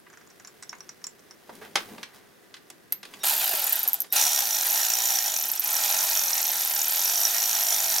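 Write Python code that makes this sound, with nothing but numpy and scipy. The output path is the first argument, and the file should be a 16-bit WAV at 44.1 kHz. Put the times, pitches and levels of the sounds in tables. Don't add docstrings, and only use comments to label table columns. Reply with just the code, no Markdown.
import sys
import numpy as np
from scipy import signal
from scipy.fft import rfft, irfft
from scipy.io import wavfile
from scipy.ndimage import uniform_filter1d

SR = 44100
rng = np.random.default_rng(int(sys.argv[2]) if len(sys.argv) > 2 else 0)


def pcm_store(signal):
    levels = np.round(np.clip(np.atleast_2d(signal), -1, 1) * 32767)
    wavfile.write(sys.argv[1], SR, levels.astype(np.int16).T)


N = 352800
T = np.arange(N) / SR
HZ = np.fft.rfftfreq(N, 1 / SR)

# (time [s], speed asked for, 0 when let go [crank turns/s], settling time [s])
TRIGGER_MOVES = [(3.2296, 73.3078, 0.0115), (3.336, 0.0, 1.0089), (4.1153, 78.85, 0.0451),
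                 (4.2843, 0.0, 1.3228), (4.643, 60.724, 0.136), (5.1504, 45.095, 0.1741),
                 (5.2823, 0.0, 0.8363), (5.6154, 46.989, 0.0903), (5.9144, 49.361, 0.0898),
                 (6.161, 38.418, 0.1336), (6.6082, 37.605, 0.1314), (6.9089, 54.332, 0.1375),
                 (7.5054, 51.134, 0.0494), (7.8585, 48.3, 0.1003)]
# (time [s], relative level [dB])
PAWL_LEVEL_CURVE = [(3.24, -4), (3.26, 6.5), (3.43, 2), (3.62, -1), (3.73, 1), (3.83, -2), (3.88, 5),
                    (4.0, 0), (4.2, 0), (4.5, -5), (4.7, 2.5), (4.95, -6.5), (5.1, 1.5), (5.3, -6),
                    (5.55, -2.5), (5.65, -1), (6.4, -2), (7.1, 0), (8, -2)]
# (time [s], relative level [dB])
DIRECTION_SNAP = (2.924, -1.6)
# (frequency [Hz], relative density [dB per Hz])
TICK_SPECTRUM = [(200, -57), (1000, -29), (4000, -31), (6200, -17), (8000, -25), (11700, -11), (12500, 1.5),
                 (13150, 2), (13800, -7), (16000, -18)]
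# (frequency [Hz], relative density [dB per Hz])
GEAR_SPECTRUM = [(60, -36), (150, -21.5), (480, -8), (650, 0.5), (850, 6.5), (1130, -3.5), (1400, 4),
                 (2200, -3), (3500, 5), (5000, 3), (10000, 3.5), (15500, -2.5)]
# (time [s], relative level [dB])
THREAD_GRINDING = [(4.5, 2.5), (5.0, -1), (5.8, 2.5), (6.3, 1.5), (7.4, 0.5), (7.9, 2)]
# (frequency [Hz], relative density [dB per Hz])
JOLT_SPECTRUM = [(100, -30), (400, -17), (800, -1.5), (1150, -5.5), (1900, -1.5), (2900, -2), (4000, 5.5),
                 (5100, -6), (6500, 15.5), (7600, -1), (11500, 8), (13200, 14), (15500, 3)]
# (frequency [Hz], width [Hz], boost [dB])
HOUSING_MODES = [(658, 17, 3), (1940, 260, 4), (2500, 170, 5.5)]
# (frequency before wobble [Hz], width [Hz], relative level [dB])
EXTENSION_MODES = [(5742, 177, 2), (6340, 300, -5), (6960, 370, -6), (8070, 100, -12.5)]
# (multiple of shaft speed [1], relative level spinning free [dB], relative level driving [dB])
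WHINE_ORDERS = [(3, -42.5, -48), (12, -41.5, -50)]
# (frequency [Hz], gain [dB])
WHINE_RADIATION = [(330, -26), (480, -11), (640, 0), (780, 4), (950, -5), (1200, -9), (1550, 3), (2000, -8),
                   (2350, -3), (2750, -7), (3200, 4), (3700, -6)]
# (time [s], length [s], level of each tone [dB])
CONTROLLER_SQUEALS = [(3.194, 0.036, -42.5), (4.09, 0.029, -49)]
# (time [s], low ring [Hz],
# low ring relative level [dB], body relative level [dB], top ring [Hz], top ring relative level [dB])
WELL_CLINKS = [(0.1, 5960, -51, -52.5, 7000, -60), (0.173, 5660, -50, -51, 6920, -59),
               (0.3012, 5730, -47.5, -66, 6520, -64), (0.398, 5800, -48, -50, 7130, -53),
               (0.4483, 5730, -43.5, -51.5, 6400, -53), (0.473, 5540, -47, -68, 7130, -44.5),
               (0.625, 5600, -41, -48.5, 7960, -38), (0.633, 5670, -38.5, -56, 7040, -49),
               (0.6933, 5600, -34.5, -59, 6330, -59), (0.729, 5840, -47, -41, 6700, -55),
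               (0.8054, 5650, -39, -50, 6520, -58), (0.892, 5760, -38, -49, 7010, -45),
               (1.041, 5600, -30, -49, 7040, -49), (1.068, 5650, -36, -51, 7120, -34.5),
               (1.3093, 5580, -45, -52, 8510, -53)]
# (end [s], average rate [taps/s], highest relative level [dB])
THREADING_TAPS = (1.25, 8, -51)
# (time [s], middle relative level [dB], low relative level [dB], high relative level [dB])
TOOL_KNOCKS = [(1.493, -43.5, -34.5, -63), (1.552, -52, -50, -40.5), (1.7553, -11, -19, -21),
               (1.77, -20, -31, -34), (1.98, -37.5, -39.5, -52), (2.0296, -26, -53, -37),
               (2.54, -33, -66, -56), (2.566, -39, -69, -52), (2.7008, -40, -50, -33.5),
               (2.9228, -31.5, -47.5, -28), (3.03, -32, -51, -41), (3.051, -34, -50, -41),
               (3.1368, -33.5, -48, -49), (3.2364, -27, -33, -38), (3.5336, -25.5, -33, -30),
               (3.86, -34, -34.5, -46), (4.043, -37.5, -44, -49)]
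# (time [s], length [s], rustle relative level [dB], dull bumping relative level [dB])
CLOTH_RUBS = [(-.3, 5.1, -59, -68.5), (1.462, 0.42, -61, -55.5), (1.609, 0.085, -60, -61),
              (1.764, 0.14, -49, -55), (1.87, 0.18, -53.5, -47.5), (2.134, 0.067, -54, -61),
              (3.04, 0.55, -54, -62.5)]
# (time [s], length [s], relative level [dB])
TOOL_SCRAPES = [(1.612, 0.074, -46.5), (1.996, 0.38, -62)]
# (frequency [Hz], relative density [dB per Hz])
CLOTH_SPECTRUM = [(200, -6.5), (500, 2.5), (850, -0.5), (1300, -2.5), (2000, -1.5), (4000, -5.5),
                  (8000, -9), (15000, -9.5)]
# (time [s], pitch [Hz], relative level [dB], decay by 60 dB [s])
SOFT_THUMPS = [(1.612, 443, -36.5, 0.14), (1.903, 216, -38, 0.24), (1.925, 260, -48, .12)]
# (frequency [Hz], decay by 60 dB [s])
ROOM_DECAY = [(200, 0.062), (1000, 0.26), (4000, 0.19), (13000, 0.033)]
# (frequency [Hz], relative density [dB per Hz])
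AIR_SPECTRUM = [(20, -36), (55, -14), (120, -2.5), (200, 3), (277, -0.5), (363, 5), (863, -9.5),
                (1940, -5.5), (2160, -14), (2990, -16), (5570, -17.5), (7710, -20.5), (13200, -19.5),
                (16000, -40)]
# (frequency [Hz], side level relative to the middle [dB])
STEREO_WIDTH = [(500, -32), (1200, -15), (5500, -50), (8000, -13.5), (13000, -12)]

FRICTION, DRAG_S = 53.968, 1
ENGAGE_S, ENGAGE_RISE_S = 4.145, 0.023
BITE_DB, BITE_S = 2.5, 0.025
KNEE_SPEED, SPEED_POWER = 26.4, 2.38
STRAIN_PULL, STRAIN_LAG_S = 180, 0.012
PAWL_DB_PER_SPEED = -0.2009
GEAR_RATIO = 4.4


def crank_speed():
    speed = np.zeros(N)
    for s, asked, settle_s in TRIGGER_MOVES:
        at = round(s * SR)
        aim = asked or -FRICTION * settle_s
        speed[at:] = aim + (speed[at] - aim) * np.exp(-(T[at:] - s) / settle_s)
    return np.maximum(speed, 0)


def pace(speed):
    return np.tanh(speed / KNEE_SPEED) ** SPEED_POWER


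def strain(speed):
    pull = np.maximum(np.gradient(speed, T) + FRICTION + speed / DRAG_S, 0)
    pull = fade(pull, STRAIN_LAG_S) / (STRAIN_LAG_S * SR)
    return pull / (pull + STRAIN_PULL)


def engaged():
    return np.clip((T - ENGAGE_S) / ENGAGE_RISE_S, 0, 1)


def bite():
    since = np.maximum(T - ENGAGE_S - ENGAGE_RISE_S, 0)
    return amp(BITE_DB * engaged() * np.exp(-since / BITE_S))


def strikes(turns, phase, jitter_s, spread_db):
    at = np.flatnonzero(np.diff(np.floor(turns - phase)) > 0)
    late, size = rng.standard_normal((len(at), 2)).T
    out = np.zeros(N)
    out[np.clip(at + (late * jitter_s * SR).astype(int), 0, N - 1)] = amp(spread_db * size)
    return out


def pawl(turns, speed, db=4.5, second_db=-4, lift_db=-15, lead=.05, uneven_db=1.2,
         chatter_db=-18, chatter_s=0.0033, ring_db=-33, ring_s=0.0081, snap_ring_db=-42, snap_s=0.032):
    turns = turns + lead * engaged()
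    drops = strikes(turns, 0, 0.00021, uneven_db)
    drops += amp(second_db) * strikes(turns, .16, 0.00044, uneven_db)
    drops += amp(lift_db) * np.sqrt(pace(speed)) * strikes(turns, .83, 0.00043, uneven_db)
    drops *= amp(PAWL_DB_PER_SPEED * speed + np.interp(T, *np.transpose(PAWL_LEVEL_CURVE)))
    snap = np.zeros(N)
    add(snap, DIRECTION_SNAP[0], amp([DIRECTION_SNAP[1]]))
    hits = drops + snap
    force = hits + amp(chatter_db) * fade(hits, chatter_s) * grit(9000, 0.76)
    tail = amp(ring_db) * fade(hits, ring_s) + amp(snap_ring_db) * fade(snap, snap_s)
    hiss = unit(band(band(rng.standard_normal(N), 11900, 13600), 11860, 13700))
    return amp(db) * (colour(force, read(TICK_SPECTRUM, HZ)) + tail * hiss)


def gears(turns, speed, free_db=-31, driving_db=-32.5, free_strain_db=4, strain_db=6.5, swing=0.17,
          uneven_db=1, teeth_per_s=8000, patchy_db=1.5):
    stroke = (1 + swing * np.cos(2 * np.pi * (turns - .45))) * wander(uneven_db, 2.2, 34)
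    pull, load = strain(speed), engaged()
    free = (1 - load) * (free_db + free_strain_db * pull)
    driving = load * (driving_db + strain_db * pull)
    effort = pace(speed) * bite() * amp(free + driving)
    grain = grit(teeth_per_s, 0.66) * amp(np.interp(T, *np.transpose(THREAD_GRINDING)))
    return patchy(colour(grain * stroke * effort, housing(GEAR_SPECTRUM)), patchy_db)


def rattle(turns, speed, jolt_db=-32.0, ring_db=-35.0, strain_db=2, touch_db=-7, rebound_db=-11,
           free_trim_db=-4, drift_db=0.98, uneven_db=1.1, rise_s=.0012, settle_s=.0019, patchy_db=1.2):
    blows = amp(touch_db) * strikes(turns, 0.328, 0.00071, uneven_db)
    blows += strikes(turns, 0.448, 0.00052, uneven_db)
    blows += amp(rebound_db) * strikes(turns, 0.662, 0.0021, uneven_db)
    play = strikes(turns, 0.065, 0.00035, uneven_db) + strikes(turns, .29, 0.00044, uneven_db)
    contact, loose = (fade(fade(x, settle_s), rise_s) for x in (blows, play))
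    effort = pace(speed) * bite() * amp(strain_db * strain(speed)) * wander(drift_db, 2.63, 6.0)
    effort /= np.sqrt(np.mean(contact[T > ENGAGE_S] ** 2))
    force = engaged() * contact * effort
    idle = amp(free_trim_db) * (1 - engaged()) * loose * effort / 2
    grain = grit(9000, .5)
    jolt = colour((force + idle) * grain, housing(JOLT_SPECTRUM))
    ringing = ring(force * grain[::-1])
    return patchy(amp(jolt_db) * jolt + amp(ring_db) * ringing, patchy_db)


def ring(x):
    wobble = wander(.07, 8, 50)
    modes = sum(amp(db) * resonate(x, hz * wobble, width) for hz, width, db in EXTENSION_MODES)
    return band(modes, 4400, 9900)


def housing(spectrum):
    peaks = sum(db / (1 + (2 * (HZ - hz) / width) ** 2) for hz, width, db in HOUSING_MODES)
    return read(spectrum, HZ) + peaks


def motor(turns, speed, sag=0.0099, pace_power=0.83, waver=.32):
    shaft = GEAR_RATIO * (turns + sag * engaged() * np.sin(2 * np.pi * turns) / (2 * np.pi))
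    out = np.zeros(N)
    for order, free_db, driving_db in WHINE_ORDERS:
        flutter = 1 + waver * unit(band(rng.standard_normal(N), 2.9, 38))
        db = free_db + engaged() * (driving_db - free_db)
        db += read(WHINE_RADIATION, order * GEAR_RATIO * speed)
        out += amp(db) * flutter * np.sin(2 * np.pi * (order * shaft + rng.random()))
    out *= pace(speed) ** pace_power
    for s, length, squeal_db in CONTROLLER_SQUEALS:
        t = np.arange(int(length * SR)) / SR
        swell = t / length * signal.windows.tukey(len(t), .2)
        tones = sum(np.sin(2 * np.pi * k * 1870 * t) for k in (2, 3))
        add(out, s, amp(squeal_db) * swell * tones)
    return out


def clinks(ring_db=3, body_db=4, top_db=5, clack_trim_db=-6, width_hz=230, contact_s=0.0025, body_s=0.0085):
    until_s, per_s, faint_db = THREADING_TAPS
    taps = (rng.random(N) < per_s / SR) * (T < until_s)
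    low, body, top = amp(faint_db) * rng.random((3, N)) * taps
    for s, _, low_level, body_level, _, top_level in WELL_CLINKS:
        add(low, s, amp([low_level]))
        add(body, s, amp([body_level]))
        add(top, s, amp([top_level]))
    times, low_hz, _, _, top_hz, _ = np.transpose(WELL_CLINKS)
    latest = np.maximum(np.searchsorted(times, T) - 1, 0)
    low, top = (fade(x, contact_s) * grit(10000, .5) for x in (low, top))
    steel = amp(ring_db) * resonate(low, low_hz[latest], width_hz)
    steel += amp(top_db) * resonate(top, top_hz[latest], width_hz)
    clack = amp(clack_trim_db) * 2 * band(low + 2 * top, 4700, 7600)
    cover = amp(body_db) * fade(body, body_s) * unit(band(rng.standard_normal(N), 920, 2050))
    return steel + clack + cover


def knocks(low_db=4, mid_db=0, high_db=4, mid_t60_s=0.029, low_hold=1.3, high_hold=0.58,
           tail_db=-20, tail_t60_s=0.18, rise_s=0.0016):
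    t, out = np.arange(SR // 5) / SR, np.zeros(N)
    for s, mid, low, high in TOOL_KNOCKS:
        a, b, c = rng.standard_normal((3, len(t)))
        burst = amp(low_db + low - 60 * t / (mid_t60_s * low_hold)) * unit(band(a, 386, 1100))
        mid_decay = amp(-60 * t / mid_t60_s) + amp(tail_db - 60 * t / tail_t60_s)
        burst += amp(mid_db + mid) * mid_decay * unit(band(b, 1150, 4600))
        burst += amp(high_db + high - 60 * t / (mid_t60_s * high_hold)) * unit(band(c, 4400, 12400))
        add(out, s, burst * (1 - np.exp(-t / rise_s)))
    return out


def handling(rustle_db=-1, bump_db=-1):
    brush = sum(amp(db) * arch(s, length) for s, length, db, _ in CLOTH_RUBS)
    bump = sum(amp(db) * arch(s, length) for s, length, _, db in CLOTH_RUBS)
    drag = sum(amp(db) * arch(s, length) for s, length, db in TOOL_SCRAPES)
    slips = grit(4000, 1.0) * wander(1.1, 25, 127)
    rustle = colour(slips * brush, read(CLOTH_SPECTRUM, HZ))
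    scrape = drag * unit(band(slips[::-1], 540, 2300))
    dull = bump * unit(band(rng.standard_normal(N), 136, 550))
    return amp(rustle_db) * rustle + scrape + amp(bump_db) * dull


def arch(s, length, top=0.18, sharp=0.83):
    return np.sin(np.pi / 2 * np.interp((T - s) / length, [0, top, 1], [0, 1, 0])) ** sharp


def thumps(rise_s=0.0088, rough=0.5):
    t, out = np.arange(SR // 3) / SR, np.zeros(N)
    for s, hz, db, t60_s in SOFT_THUMPS:
        envelope = amp(db - 60 * t / t60_s) * (1 - np.exp(-t / rise_s))
        add(out, s, envelope * np.sin(2 * np.pi * hz * t))
    return out * (1 + rough * unit(band(rng.standard_normal(N), 10, 74)))


def space(x, bay_db, bay_t60_s, room_db=-16):
    t = np.arange(SR // 2) / SR
    echoes = rng.random((2, 2, len(t))) < 4000 / SR
    near, far = rng.standard_normal((2, 2, len(t))) * echoes
    near = near * amp(-60 * t / bay_t60_s) * (t > .0004)
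    hz, s, z = signal.stft(far * (t > .008), SR, nperseg=256)
    decay = amp(-60 * s / read(ROOM_DECAY, hz)[:, None])
    far = signal.istft(z * decay, SR, nperseg=256)[1][:, :len(t)]
    response = (amp(bay_db) * unit(near) + amp(room_db) * unit(far)) / np.sqrt(len(t))
    return x + signal.fftconvolve(x[None], response, axes=1)[:, :N]


def garage(db=-60):
    mid, side = (colour(rng.standard_normal(N), read(AIR_SPECTRUM, HZ)) for _ in range(2))
    return amp(db) * np.array([mid + side, mid - side])


def amp(db):
    return 10 ** (np.asarray(db) / 20)


def unit(x):
    return x / np.sqrt(np.mean(x ** 2) + 1e-20)


def read(points, hz):
    f, value = np.transpose(points)
    return np.interp(np.log(hz + 1), np.log(f + 1), value)


def add(mix, s, sound):
    part = mix[max(round(s * SR), 0):][:len(sound)]
    part += sound[:len(part)]


def colour(x, db):
    cepstrum = irfft(np.log(unit(amp(db[::20]))))
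    half = len(cepstrum) // 2
    cepstrum[1:half] *= 2
    cepstrum[half + 1:] = 0
    response = irfft(np.exp(rfft(cepstrum)))[:SR // 10]
    return signal.oaconvolve(x, response)[:N]


def band(x, lo_hz, hi_hz):
    sos = signal.butter(2, [lo_hz, min(hi_hz, SR / 2 - 1)], "band", fs=SR, output="sos")
    return signal.sosfilt(sos, x)


def resonate(x, hz, width):
    turn = np.exp(2j * np.pi * np.cumsum(hz * np.ones(N)) / SR)
    r = np.exp(-np.pi * width / SR)
    return 2 * (turn * signal.lfilter([np.sqrt(1 - r)], [1, -r], x / turn + 1e-18)).real


def fade(x, seconds):
    return signal.lfilter([1], [1, -np.exp(-1 / (seconds * SR))], x)


def grit(per_s, spread_db):
    size = amp(spread_db * np.minimum(rng.exponential(1, N), 4))
    return unit(rng.standard_normal(N) * size * (rng.random(N) < per_s / SR))


def wander(db, lo_hz, hi_hz):
    return amp(db * unit(band(rng.standard_normal(N), lo_hz, hi_hz)))


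def patchy(x, db, count=7):
    z = signal.stft(x, nperseg=512)[2]
    patches = uniform_filter1d(rng.standard_normal(z.shape), count - 2, 0)
    patches = unit(uniform_filter1d(patches, count * 2, 1))
    return signal.istft(z * amp(db * patches), nperseg=512)[1][:N]


def scene():
    speed = crank_speed()
    turns = np.cumsum(speed) / SR
    mechanism = pawl(turns, speed) + gears(turns, speed) + rattle(turns, speed)
    ratchet = space(mechanism, bay_db=-7, bay_t60_s=0.067)
    whine = space(motor(turns, speed), bay_db=-11, bay_t60_s=.09)
    hands = space(clinks() + knocks() + handling() + thumps(), bay_db=-5.5, bay_t60_s=.11)
    return (ratchet + whine + hands) * amp([[-.9], [0]]) + garage()


def record(dry, lag_s=0.000594, edge_hz=15950):
    dry = signal.lfilter(*signal.iirnotch(7500, 45, SR), dry)
    phase = 2 * np.pi * HZ * lag_s + 4 * np.pi * np.sin(HZ / 1100)
    turn = np.exp(-1j * phase / 2 - 2j * np.pi * HZ * lag_s)
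    side = irfft(rfft(dry.mean(0)) * amp(read(STEREO_WIDTH, HZ)) * turn, N)
    low_pass = signal.firwin(511, edge_hz, window=("kaiser", 9), fs=SR)
    return signal.oaconvolve(dry + np.array([side, -side]), low_pass[None], "same")


dry = scene()
out = record(dry)
pcm_store(out)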